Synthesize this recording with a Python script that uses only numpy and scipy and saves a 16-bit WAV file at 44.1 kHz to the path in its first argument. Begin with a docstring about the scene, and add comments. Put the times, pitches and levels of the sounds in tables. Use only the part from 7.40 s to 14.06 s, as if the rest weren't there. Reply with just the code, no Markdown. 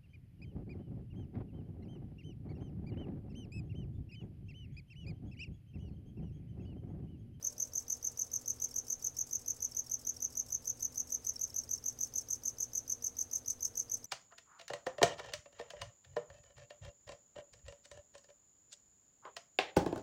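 """Crickets in a quiet kitchen

One microphone, indoors, with an appliance humming behind. A cricket chirps evenly, about seven times
a second: four wing strokes, each a falling whistle with its octave, coloured by close reflections and
a short room tail. Pairs of dry, scratchy strokes, likely a second cricket's, keep their own pace and
drift in and out of step with it."""
import sys
import numpy as np
from scipy import signal
from scipy.fft import rfft, irfft, next_fast_len
from scipy.io import wavfile
from scipy.ndimage import uniform_filter1d

SR = 44100
rng = np.random.default_rng(int(sys.argv[2]) if len(sys.argv) > 2 else 0)


def wav_out(sig):
    """Save sig, one row per channel (or a flat mono array), as 16-bit PCM at SR to the path in sys.argv[1]."""
    wavfile.write(sys.argv[1], SR, np.round(np.clip(np.atleast_2d(sig).T, -1, 1) * 32767).astype(np.int16))


N = 293629


def undb(db):
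    """Decibels to gain."""
    return 10 ** (np.asarray(db) / 20)


def unit(x):
    """Scale to rms 1."""
    return x / np.sqrt(np.mean(x ** 2))


def add(track, s, sound):
    """Mix a sound into the track, starting at s seconds."""
    i = int(round(s * SR))
    a, b = max(i, 0), min(i + len(sound), len(track))
    if b > a:
        track[a:b] += sound[a - i:b - i]


def noise(colour):
    """Noise of rms 1, shaped by (frequency [Hz], level [dB]) points."""
    hz, db = np.transpose(colour)
    bins_hz = np.arange(N // 2 + 1) * SR / N
    gain = undb(np.interp(np.log(bins_hz + 1), np.log(hz), db))
    return unit(irfft(rfft(rng.standard_normal(N)) * gain, N))


def drift(rate_hz):
    """Smooth random drift of rms 1."""
    hold = int(SR / rate_hz)
    steps = np.repeat(rng.standard_normal(N // hold + 1), hold)
    return unit(uniform_filter1d(steps, hold)[:N])


def resonate(x, hz, width_hz):
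    """One resonance, gain 1 at its centre."""
    return signal.lfilter(*signal.iirpeak(hz, hz / width_hz, fs=SR), x)


def room_tone(level_db=-62.0, waver_db=0.2):
    """The kitchen's air: a low, nearly steady noise."""
    # colour of the air: (frequency [Hz], relative density [dB])
    air = [(20, -2), (38, -9), (60, -8.5), (82, 4), (125, -1.5), (165, -9), (300, -9), (450, -7),
           (700, -12.5), (1300, -18.5), (2500, -24.5), (4000, -24.5), (9000, -23.5), (16000, -31)]
    return undb(level_db + waver_db * drift(2.96)) * noise(air)


def appliance_hum(waver_db=1.86, drift_hz=0.627):
    """Motor and mains lines, wavering slightly in pitch and level."""
    # lines of the hum: (frequency [Hz], rms level [dB])
    lines = [(59.2, -71.5), (78.5, -71.5), (87, -82), (120, -68.5), (237, -77), (249.5, -70), (295, -79),
             (472, -75.5), (500, -84.5), (531, -83), (599, -86.5), (749, -84.5)]
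    hum = np.zeros(N)
    for hz, db in lines:
        cycles = np.cumsum(hz + drift_hz * drift(4.03)) / SR + rng.random()
        hum += np.sqrt(2) * undb(db + waver_db * drift(7)) * np.sin(2 * np.pi * cycles)
    return hum


def faint_tones():
    """A rising whine and drone, perhaps motors outside, and one brief low note."""
    # course of each tone: (time [s], frequency [Hz], rms level [dB])
    whine = [(0, 571, -73), (.12, 590, -71.5), (.24, 600, -70), (.31, 603, -74), (.42, 635, -97)]
    drone = [(1.2, 117, -97), (1.7, 130, -66.5), (2.5, 148.4, -81), (3.1, 164.6, -73.5), (3.6, 178, -76),
             (4.3, 187, -103)]
    blip = [(.08, 186, -88), (.16, 192, -68), (.22, 194, -76), (.28, 194, -95)]
    t = np.arange(N) / SR
    tones = np.zeros(N)
    for course in (whine, drone, blip):
        s, hz, db = np.transpose(course)
        envelope = np.sqrt(2) * undb(np.interp(t, s, db)) * (t < s[-1])
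        tones += envelope * np.sin(2 * np.pi * np.cumsum(np.interp(t, s, hz)) / SR)
    return tones


def room_tail(x, level_db=-24.5, bright_db=-19, t60_s=0.3, delay_s=0.017):
    """The kitchen's diffuse decay, strongest just above the song's pitch."""
    send = undb(level_db) * x + undb(bright_db) * resonate(x, hz=6560, width_hz=260)
    t = np.arange(SR // 2) / SR
    tail = rng.standard_normal(len(t)) * np.exp(-np.log(1000) * t / t60_s) * (t > delay_s)
    return signal.fftconvolve(send, tail / np.sqrt(np.sum(tail ** 2)))[:N]


def reflect(x, strength):
    """Direct sound plus close reflections, which beat against each gliding stroke at the microphone."""
    # walls and other surfaces close to the insects: (delay [ms], relative gain)
    echoes = [(1.774, 0.27), (2.62, 0.66), (3.887, 0.43), (5.135, 0.18), (6.74, 0.18), (9.217, 0.23),
              (11.395, 0.36), (12.695, 0.22), (17.988, 0.12), (24.799, 0.1), (30.924, 0.1)]
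    size = next_fast_len(N + 4096)
    khz = np.arange(size // 2 + 1) * SR / size / 1000
    paths = 1 + strength * sum(gain * np.exp(-2j * np.pi * khz * ms) for ms, gain in echoes)
    return irfft(rfft(x, size) * paths, size)[:N]


def chirp_times(pace):
    """Time of every chirp of a cricket that holds its pace between marks."""
    number, s = np.transpose(pace)
    return np.interp(np.arange(round(number[-1]) + 1), np.round(number), s)


def swell(progress, lateness):
    """Wing pressure as a stroke runs from 0 to 1; more lateness, later peak."""
    return np.abs(np.sin(np.pi * progress ** lateness)) ** 1.476


def stroke(seconds, first_hz, last_hz):
    """Time, progress and tooth phase of one wing's scraper slowing along the other's file."""
    progress = np.linspace(0, 1, int(seconds * SR))
    tooth_hz = first_hz + (last_hz - first_hz) * progress
    return progress * seconds, progress, 2 * np.pi * np.cumsum(tooth_hz) / SR


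def wing_resonance(x, hz, width_hz):
    """A wing radiates a narrow band: two like resonances in series, each width_hz wide."""
    return resonate(resonate(x, hz, width_hz), hz, width_hz)


def file_rasp(envelope, grain_db=3.5):
    """Noise of the file, grainy because single teeth catch unevenly."""
    # colour of the rasp: (frequency [Hz], relative level [dB])
    colour = [(3000, -48), (4200, -18.5), (4800, 0), (5600, 4.5), (6800, 5.5), (7700, 4), (8700, 2.5),
              (9400, -5), (11300, 0.5), (13500, -6), (16000, -6)]
    return envelope * noise(colour) * unit(undb(grain_db * drift(1500)))


def scratchy_cricket(stroke_s=.013, pitch_spread=0.011, rasp_lead_s=.001):
    """Paired strokes that barely catch the file: a weak wing tone with odd pips, and a rasp envelope."""
    # marks of its pace: (chirp number, time [s])
    pace = [(0, .123), (8, 1.309), (9, 1.468), (11, 1.766), (13, 2.014), (18, 2.763), (21, 3.245),
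            (25, 3.843), (26, 3.957), (29, 4.376), (31, 4.668), (37, 5.518), (40, 5.976), (44, 6.568)]
    # its two strokes: (start [ms], rasp [dB], wing tone [dB], scatter between chirps [dB])
    scratches = [(-22.5, -58.5, -58.5, 2.5), (0, -54.8, -56.5, 1.2)]
    # the scraper catches and the wing sounds clearly: (time [s], level [dB])
    pips = [(1.309, -47), (1.766, -41), (2.316, -43.5), (2.462, -46), (2.763, -46), (3.957, -36.5),
            (4.097, -49), (4.232, -47), (4.376, -47), (4.812, -46), (6.25, -39)]

    def whistle(db):
        """One stroke's slightly falling wing tone."""
        speed = 1 + pitch_spread * rng.standard_normal()
        _, progress, phase = stroke(stroke_s, first_hz=5680 * speed, last_hz=5440 * speed)
        return undb(db) * swell(progress, lateness=1) * np.sin(phase)

    tone, rasp_envelope = np.zeros((2, N))
    pressure = swell(np.linspace(0, 1, int(stroke_s * SR)), lateness=.45)
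    for s in chirp_times(pace):
        for start_ms, rasp_db, wing_db, scatter_db in scratches:
            at = s + start_ms / 1000
            force_db = scatter_db * rng.standard_normal()
            add(tone, at, whistle(wing_db + force_db))
            add(rasp_envelope, at - rasp_lead_s, undb(rasp_db + force_db) * pressure)
    for s, db in pips:
        add(tone, s, whistle(db))
    return tone, rasp_envelope


def calling_cricket(pitch_spread=0.0024, jitter_ms=.15, spread_db=0.17,
                    grip_s=0.0009, skid_s=0.0056, low_wing_db=5.0):
    """Four strokes of scraper over file to a chirp: the whistle, its octave and a rasp envelope."""
    # marks of its pace: (chirp number, time [s])
    pace = [(0, 0.0426), (2, 0.351), (5, 0.7895), (7, 1.075), (10, 1.4983), (13, 1.9262), (14, 2.0766),
            (16, 2.3645), (17, 2.5123), (19, 2.8199), (20, 2.9691), (24, 3.5735), (27, 4.0099),
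            (36, 5.3491), (40, 5.929), (43, 6.3703), (44, 6.513), (45, 6.659)]
    # wing strokes: (start [ms], length [ms], contact after [ms], first pitch [Hz], last pitch [Hz],
    # level [dB], lateness of the swell, relative octave [dB], relative rasp [dB])
    strokes = [(-33.5, 14, 2.05, 5400, 4700, -58.2, 0.46, -29, -14),
               (-19, 8.16, 2.54, 6485, 5640, -37.7, 1, 1, -18),
               (-2.5, 13.56, 2.6, 7228, 5654, -29.7, 1.695, -9, -24),
               (19.5, 16.56, 2.22, 7117, 5586, -28.7, 1.29, -13.5, -21.5)]
    # rasp as a chirp's last stroke skids: (time [s], extra level [dB])
    last_skid = [(0, -3.5), (1.2, 2), (1.4, -3), (2.5, -3), (3.1, -7), (3.7, -2), (4.2, -5), (4.75, 2),
                 (5.1, -1.5), (6.6, -.5)]
    # upper wing resonances that radiate the octave: (frequency [Hz], width [Hz], gain [dB])
    wing_modes = [(11640, 280, -5.5), (12550, 200, -3.5), (12830, 560, 0)]
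    tone, octave, rasp_envelope = np.zeros((3, N))
    for s in chirp_times(pace):
        extra_db = np.interp(s, *np.transpose(last_skid))
        for k, row in enumerate(strokes):
            start_ms, length_ms, contact_ms, first_hz, last_hz, db, lateness, octave_db, rasp_db = row
            pitch, timing, force = rng.standard_normal(3)
            speed = 1 + pitch_spread * pitch
            t, progress, phase = stroke(length_ms / 1000, first_hz * speed, last_hz * speed)
            at = s + (start_ms + jitter_ms * timing) / 1000
            # the first stroke only brushes the file, so its teeth come unevenly
            phase += (k == 0) * 0.15 * np.cumsum(rng.standard_normal(len(t)))
            # the wing is already moving when the scraper meets the file
            touching_s = np.maximum(t - contact_ms / 1000, 0)
            gain = undb(db + spread_db * force) * np.minimum(touching_s / grip_s, 1)
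            add(tone, at, gain * swell(progress, lateness) * np.sin(phase))
            early_swell = swell(progress, 0.76 * lateness)
            add(octave, at, gain * undb(octave_db) * early_swell * np.sin(2 * phase))
            # the scraper skids before it catches
            skid_db = rasp_db + extra_db * (k == len(strokes) - 1)
            add(rasp_envelope, at, gain * undb(skid_db) * np.exp(-touching_s / skid_s))
    radiated_octave = sum(undb(db) * wing_resonance(octave, hz, width) for hz, width, db in wing_modes)
    # a low wing resonance catches the end of each falling stroke
    tone += undb(low_wing_db) * wing_resonance(tone, hz=5458, width_hz=236)
    return tone, radiated_octave, rasp_envelope


def scene(ring_db=-21, stutter_depth=0.34):
    """Both insects and the kitchen around them, heard in mono from one spot."""
    song, octave, skid = calling_cricket()
    weak_tone, scratch = scratchy_cricket()
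    rasp = file_rasp(skid + scratch)
    weak_tone *= 1 + stutter_depth * drift(600)  # teeth catch unevenly
    crickets = reflect(song, strength=0.97) + reflect(octave, strength=0.38)
    crickets += reflect(rasp, strength=1.0) + weak_tone
    tail = room_tail(crickets)
    ring = undb(ring_db) * resonate(crickets, hz=6393, width_hz=26)  # one narrow resonance rings on
    background = room_tone() + appliance_hum() + faint_tones()
    return (background + tail + ring + crickets)[None]


def record(dry):
    """The recorder cuts the top steeply above 15870 Hz."""
    return signal.sosfilt(signal.ellip(10, .2, 70, 15870, fs=SR, output="sos"), dry)


dry = scene()
out = record(dry)
wav_out(out)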